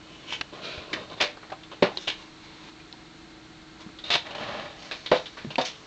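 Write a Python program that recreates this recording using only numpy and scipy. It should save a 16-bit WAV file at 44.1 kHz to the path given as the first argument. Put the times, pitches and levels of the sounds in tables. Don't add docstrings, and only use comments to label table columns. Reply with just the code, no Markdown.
import sys
import numpy as np
from scipy import signal
from scipy.fft import rfft, irfft
from scipy.io import wavfile
from scipy.ndimage import uniform_filter1d

SR = 44100
rng = np.random.default_rng(int(sys.argv[2]) if len(sys.argv) > 2 else 0)


def how_loud(loudness_db):
    steps = np.asarray(loudness_db, float) / 20
    return 10 ** steps


def unload_audio(sound):
    columns = np.transpose(np.atleast_2d(sound))
    steps = np.round(np.clip(columns, -1, 1) * 32767)
    wavfile.write(sys.argv[1], SR, steps.astype(np.int16))


N = 258822
TURN_S = 3.5
# f/Hz, width/Hz, level/dB
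BODY_MODES = [
    [(169, 71, -6), (300, 120, -9.5), (457, 170, -2), (607, 41, -1.5), (1027, 68, -3)],
    [(200, 350, -2), (608, 91, 4.5), (778, 23, 1.5), (1068, 260, -4)],
]


def unit(x):
    return x / np.sqrt(np.mean(x ** 2))


def peak(x):
    return x / np.abs(x).max()


def colour(x, points):
    hz, db = np.transpose(points)
    f = np.maximum(np.fft.rfftfreq(len(x), 1 / SR), 1)
    gain_db = np.interp(np.log(f), np.log(hz), db)
    return irfft(rfft(x) * how_loud(gain_db), len(x))


def band(x, hz, width_hz):
    return signal.lfilter(*signal.iirpeak(hz, hz / width_hz, fs=SR), x)


def band_twice(x, hz, width_hz):
    return band(band(x, hz, width_hz), hz, width_hz)


def resonate(x, modes, damping_hz):
    return unit(sum(how_loud(db) * band(x, hz, damping_hz + width_hz) for hz, width_hz, db in modes))


def decay(t, t60_s):
    return 1000. ** (-t / t60_s)


def ring(t, hz, t60_s):
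    return np.sin(2 * np.pi * hz * t) * decay(t, t60_s)


def grit(count, spread_db):
    grain = 24
    sizes = how_loud(spread_db * np.minimum(rng.exponential(size=count // grain + 1), 3.5))
    return unit(np.repeat(sizes, grain)[:count] * rng.standard_normal(count))


def walk(rate_hz):
    hold = int(SR / rate_hz)
    steps = np.repeat(rng.standard_normal(N // hold + 1), hold)
    return 1.98 * uniform_filter1d(uniform_filter1d(steps, hold), hold)[:N]


def add(out, s, sound, db):
    i = int(s * SR)
    piece = sound[:N - i]
    out[i:i + len(piece)] += piece * how_loud(db)


def knocks():
    # t/s, peak/dB, crack re peak/dB, crack f/Hz, contact/ms
    hits = [
        (1.8234, -5.5, -33.5, 2600, 1.34),
        (5.1151, -6.5, -35, 2300, 1.17),
        (5.5818, -13, -18, 3410, 0.25),
    ]
    # f/Hz, level/dB, t60/s
    panels = [
        [(174, -9.5, 0.088), (282, 3, 0.037), (381, 3.5, 0.097), (592, 3, 0.1), (730, -20, 0.24),
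         (896, 0, 0.062), (1050, -2, 0.2), (1220, -32, 0.23)],
        [(151, -15.5, 0.18), (400, 0.5, 0.067), (506.7, 1, 0.22), (601, 3.5, 0.15), (676, -7.5, 0.085),
         (861, 1.5, 0.075), (1000, 4.5, 0.043), (1140, -12.5, 0.057)],
        [(261.4, -4.5, 0.1), (426, -8.5, 0.065), (506, -2, 0.28), (560, -4, 0.1), (661, -1, 0.1),
         (733, 1, 0.11), (770, -4.5, 0.12), (920, 0.5, 0.048)],
    ]
    # t/s, peak/dB, f/Hz, t60/s
    taps = [(0.324, -23.5, 915, 0.025), (4.105, -24, 701, 0.25), (1.249, -30.5, 592, 0.22),
            (1.499, -35, 714, 0.024), (1.519, -27.5, 765, 0.13), (1.917, -30.5, 776, 0.06),
            (1.948, -35.5, 830, 0.053), (2.935, -40.5, 950, 0.07), (4.154, -17.5, 905, 0.035),
            (4.912, -25, 1635, 0.036), (5.134, -8.5, 659, 0.052), (5.371, -31, 1140, 0.047),
            (2.8, -41, 2440, 0.06), (2.687, -40, 1000, 0.04), (2.927, -32, 5270, 0.023),
            (5.587, -22, 3550, 0.056)]
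    rattle_db = -11
    out, t = np.zeros(N), np.arange(SR // 2) / SR
    for (s, db, crack_db, crack_hz, contact_ms), modes in zip(hits, panels):
        rattle = grit(len(t), 2.5)
        rebounds = 0.025 * rattle * decay(t, 0.091)
        rebounds[0] = 1
        push = np.convolve(rebounds, np.hanning(max(int(contact_ms * SR / 1000), 4)))
        panel = np.zeros(len(t))
        for k, (hz, mode_db, t60_s) in enumerate(modes):
            panel += (-1) ** k * how_loud(mode_db) * ring(t, hz, min(t60_s, .18))
        add(out, s, peak(signal.fftconvolve(panel, push)), db)
        fading = np.minimum(t / 0.00033, 1) * decay(t, 0.17)
        add(out, s, fading * unit(band(rattle, 530, 830)), db + rattle_db)
        add(out, s, fading * unit(band(rattle, crack_hz, 2900)), db + crack_db)
    for s, db, hz, t60_s in taps:
        add(out, s, ring(t, hz, t60_s) + 0.44 * ring(t, 0.84 * hz, t60_s), db - 4.5)
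    return out


def scuffs():
    # t/s, peak/dB, centre f/Hz, body re peak/dB, t60/s
    short = [(0.3232, -21.5, 2960, -17, 0.14), (0.5293, -46, 3430, -18, 0.12),
             (0.9293, -13, 1950, -10.5, 0.11), (1.098, -31, 3590, 0, 0.068),
             (1.1284, -31.5, 3560, -3.5, 0.057), (1.1722, -34.5, 3600, 0, 0.23),
             (1.3694, -39.5, 4250, 11.5, 0.059), (1.4262, -39.5, 1610, 11.5, 0.13),
             (1.5199, -28.5, 2400, 10.5, 0.06), (1.6327, -34, 3400, -24, 0.086),
             (1.714, -30.5, 2720, 5.5, 0.16), (3.8067, -36.5, 4310, -12, 0.085),
             (3.9858, -28, 3460, -11, 0.11), (4.266, -24.5, 2310, -13, 0.044),
             (4.3055, -27.5, 2580, 3.5, 0.11), (4.35, -45, 2120, -22, 0.13),
             (4.3807, -30.5, 2650, 8.5, 0.18), (4.546, -37, 2950, -3.5, 0.13),
             (5.059, -19, 3600, -18.5, 0.12), (5.2565, -23, 3310, -21, 0.12),
             (5.3708, -28.5, 1730, -4.5, 0.38), (5.5031, -25.5, 2700, 2, 0.14),
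             (5.6111, -13.5, 3580, -7, 0.043), (5.6532, -22.5, 3160, -16, 0.31)]
    # t/s, peak/dB, centre f/Hz, rise/ms, hold/ms
    long = [
        (1.199, -9, 2050, 10.8, 13.6),
        (2.071, -12.5, 3020, 7.8, 3.7),
        (4.1027, -10, 3590, 0.74, 44),
        (4.911, -20, 2320, 0.99, 9.8),
        (5.14, -22, 3650, 8.6, 22),
    ]
    # f/Hz, width/Hz, level/dB
    fibres = [(1310, 23, -7), (1884, 39, -0.5), (2390, 210, 1), (2650, 100, 1), (3270, 78, -3),
              (3310, 56, -1.5), (3660, 500, -2), (4610, 30, -8)]
    scuff_rise_ms, drag_t60_s = 2.8, 0.17
    drag_body_db, drag_body_db_per_octave = -5, -10
    rows = [(*row[:4], scuff_rise_ms, row[4], 0, .7) for row in short]
    for s, db, hz, rise_ms, hold_ms in long:
        body_db = drag_body_db + drag_body_db_per_octave * np.log2(hz / 2000)
        rows.append((s, db, hz, body_db, rise_ms, drag_t60_s, hold_ms, 1.3))

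    out, t = np.zeros(N), np.arange(SR // 3) / SR
    for s, db, hz, body_db, rise_ms, t60_s, hold_ms, spread in rows:
        rise_s = max(rise_ms, .2) / 1000
        release = decay(np.maximum(t - rise_s - hold_ms / 1000, 0), t60_s)
        force = np.minimum(t / rise_s, 1) * release
        drag = grit(len(t), 1.7)
        drag = drag * unit(uniform_filter1d(np.abs(drag), size=130)) ** .7
        bright = band_twice(drag, hz, 1400) + spread * band(drag, 3100, 6900)
        ribs = 0.27 * (hold_ms > 0) * resonate(drag, fibres, 40)
        add(out, s, force * unit(unit(bright) + ribs), db - 10.5)
        hollow = resonate(drag, BODY_MODES[int(s > TURN_S)], 30)
        body = unit(unit(band_twice(drag, 750, 1200)) + .8 * hollow)
        add(out, s, force * body, db + body_db - 13.5)
    return out


def slides():
    # peak t/s, rise/s, 20 dB fall/s, rustle/dB, body/dB
    surfaces = [
        [(.2, 0.6, 0.8, -51.5, -52.5), (.335, 0.093, 0.05, -32, -52.5)],
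        [(.533, 0.011, 0.17, -52, -42.5), (.645, 0.037, 0.21, -36.5, -45.5), (.785, 0.2, .08, -45, -42.5)],
        [(.98, 0.2, 0.15, -48.5, -39.5), (1.115, 0.014, 0.14, -50.5, -44.5)],
        [(2.02, 0.16, 0.2, -43, -60.5)],
        [(2.2, 0.067, 0.2, -49.5, -60), (2.45, 0.13, 0.26, -50, -68), (2.7, 0.3, -0.16, -48, -58),
         (2.82, 0.091, -0.3, -55, -73)],
        [(3.82, 0.052, 0.05, -49, -58)],
        [(4.040, 0.0017, 0.05, -36.5, -53), (4.097, 0.091, 0, -38, -44)],
        [(4.255, 0.018, 0.25, -48.5, -41), (4.352, .005, 0.13, -44, -43), (4.41, 0.015, 0.31, -45.5, -40),
         (4.49, 0.12, 0.14, -52.5, -37.5), (4.585, 0.052, 0.37, -47.5, -44.5)],
        [(4.82, 0.1, 1.35, -46.5, -58.5)],
        [(5.615, 0.0093, 0.03, -36, -39), (5.654, 0.015, 0.07, -34, -68), (5.8, .15, .5, -63.5, -59)],
    ]
    # f/Hz, width/Hz, level/dB
    rustle_modes = [
        [(2320, 45, -1.5), (2580, 24, 6.5), (2960, 53, 13.5)],
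        [(1340, 29, -4.5), (2440, 29, 0), (3220, 74, -11), (3900, 220, -7.5)],
        [(2600, 61, 0.5), (3590, 28, 4.5)],
        [(2890, 84, -7), (3630, 470, 3)],
        [(1020, 170, 5.5), (2170, 34, -0.5), (3900, 640, -1.5)],
        [(980, 100, 2), (3330, 26, -2.5), (4310, 40, -3)],
        [(2800, 120, -13), (3690, 53, 0)],
        [(1700, 62, 10), (2300, 56, -4), (2580, 28, 3.5), (3080, 74, 1.5), (3630, 49, -2)],
        [(2100, 100, -6), (4430, 790, 6)],
        [(2420, 100, 8), (3200, 65, -9), (4740, 56, 0), (5830, 130, 11)],
    ]
    air_levels_db = [-8.5, -27, -14.5, -2, -12, -3, -20, -21, -3.5, 2.5]
    body_swing = 0.82
    t = np.arange(N) / SR
    rub = grit(N, 2.4) * how_loud(.6 * walk(40))
    broad = unit(band(rub, 2500, 3500))
    bodies = [resonate(rub, modes, 15) * how_loud(.8 * walk(30)) for modes in BODY_MODES]
    air = unit(band_twice(rub, 5900, 3300)) * how_loud(3)
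    out = np.zeros(N)
    for strokes, modes, air_db in zip(surfaces, rustle_modes, air_levels_db):
        rustle = unit(1.26 * broad + resonate(rub, modes, 100)) + how_loud(air_db) * air
        for s, rise_s, fall_s, db, body_db in strokes:
            swell_db = 40 * np.log10(np.clip(1 + (t - s) / max(rise_s, .003), 1e-4, None))
            fall_db = -20 * np.maximum(t - s, 0) / max(fall_s, .003)
            slack_db = np.minimum(swell_db, fall_db)
            out += how_loud(db + slack_db) * rustle
            out += how_loud(body_db + body_swing * slack_db) * bodies[int(s > TURN_S)]
    return out


def handling():
    # t/s, peak/dB, ring f/Hz, body re peak/dB, t60/s
    ticks = [(0.3235, -23.5, 2960, -5, 0.012), (0.4109, -20, 1595, 1.5, 0.026),
             (0.4128, -19, 2750, -4, 0.019), (1.502, -33.5, 1520, -3, 0.042),
             (1.9725, -14.5, 4010, -11.5, 0.016), (1.983, -28, 3630, -3.5, 0.044),
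             (2.927, -28.5, 4100, -20, 0.01), (3.891, -37, 1340, -17, 0.021),
             (4.1548, -18.5, 3870, 12, 0.03), (4.349, -37, 2310, 9, 0.052), (5.4484, -44, 1200, 12, 0.015),
             (5.5568, -16, 2700, -20, 0.021), (5.6507, -22.5, 4510, -21, 0.039)]
    # t/s, peak/dB, f/Hz, t60/s
    thumps = [(.409, -31, 120, 0.017), (.527, -34.5, 337, 0.045), (0.777, -34, 82, 0.09),
              (0.934, -31, 333, 0.07), (1.8256, -28.5, 129, 0.098), (1.974, -41, 369, 0.14),
              (3.863, -35, 200, 0.061), (3.89, -43.5, 282, .07), (4.158, -49.5, 90, 0.066),
              (5.117, -35, 110, 0.096), (5.447, -28, 227, 0.067), (5.471, -33, 144, 0.14)]
    out, t = np.zeros(N), np.arange(SR // 4) / SR
    for s, db, hz, body_db, t60_s in ticks:
        snap = rng.standard_normal(len(t)) * decay(t, t60_s)
        snap[0] = 3.97
        click = peak(band(snap, hz, 600) + 0.22 * band(snap, 4500, 4000))
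        add(out, s, peak(click + 0.47 * ring(t, hz, t60_s)), db)
        add(out, s, peak(band(snap, 800, 1500)), db + body_db)
    for s, db, hz, t60_s in thumps:
        modes = ring(t, hz, t60_s) + 0.23 * ring(t, 1.5 * hz, 2.1 * t60_s)
        add(out, s, modes * np.minimum(t / 0.0013, 1), db + 3.0)
    return out


def floor():
    # f/Hz, density/dB per Hz
    hiss_points = [(15, -36), (25, -12.5), (70, -14.5), (160, -9), (300, -13.5), (500, -19), (1000, -18.5),
                   (1700, -19.5), (3000, -22.5), (4300, -19.5), (4900, -28), (7300, -32), (8400, -44),
                   (9200, -77.5)]
    # f/Hz, level/dB
    hum_lines = [(56, -64.5), (151, -66), (198, -68), (293, -66.5), (316, -51.5), (340, -59), (737, -64.5),
                 (1320, -65.5), (1400, -67), (1580, -67), (2143, -64.5)]
    # t/s, level/dB
    hum_swell = [(0, -4), (.5, -6.5), (1.2, -7.5), (1.6, -3.5), (3.9, -2), (4.2, -4.5), (4.8, -6),
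                 (5.87, -9.5)]
    # f/Hz, level/dB
    far_line = (438, -69.5)
    hiss_db = -46.5
    t = np.arange(N) / SR
    out = unit(colour(rng.standard_normal(N), hiss_points)) * how_loud(hiss_db - 3.0 + 0.38 * walk(0.54))
    swell_db = np.interp(t, *np.transpose(hum_swell))
    levels = [(hz, db + swell_db) for hz, db in hum_lines]
    levels.append((far_line[0], far_line[1] - swell_db))
    for hz, db in levels:
        level = np.sqrt(2) * how_loud(db + 0.47 * walk(4.98))
        out += level * np.sin(2 * np.pi * hz * t + 0.69 * walk(4.13))
    return out


def room(box):
    t60_s, level_db, top_hz = 0.26, -13.5, 5230
    t = np.arange(SR // 2) / SR
    echo = band(rng.standard_normal(len(t)), top_hz / 3, top_hz)
    echo = echo * decay(t, t60_s) * np.minimum(t / 0.0015, 1)
    return how_loud(level_db) * signal.fftconvolve(box, echo / np.sqrt(np.sum(echo ** 2)))[:N]


def scene():
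    # f/Hz, level/dB
    microphone = [(30, -9), (150, 1.5), (1500, 0.5), (4000, 2.5), (5000, -4.5), (7000, -15), (8300, -27),
                  (8900, -50.5)]
    box = knocks() + scuffs() + slides()
    return (colour(box + room(box) + handling(), microphone) + floor())[None]


def band_limit(x):
    return signal.sosfilt(signal.butter(12, 8870, fs=SR, output="sos"), x)


def record(dry):
    rounded = np.tanh(1.075 * dry) / 1.12
    low_pass = signal.ellip(8, .2, 60, 8800, fs=SR, output="sos")
    return band_limit(signal.sosfilt(low_pass, rounded))


dry = scene()
out = record(dry)
unload_audio(out)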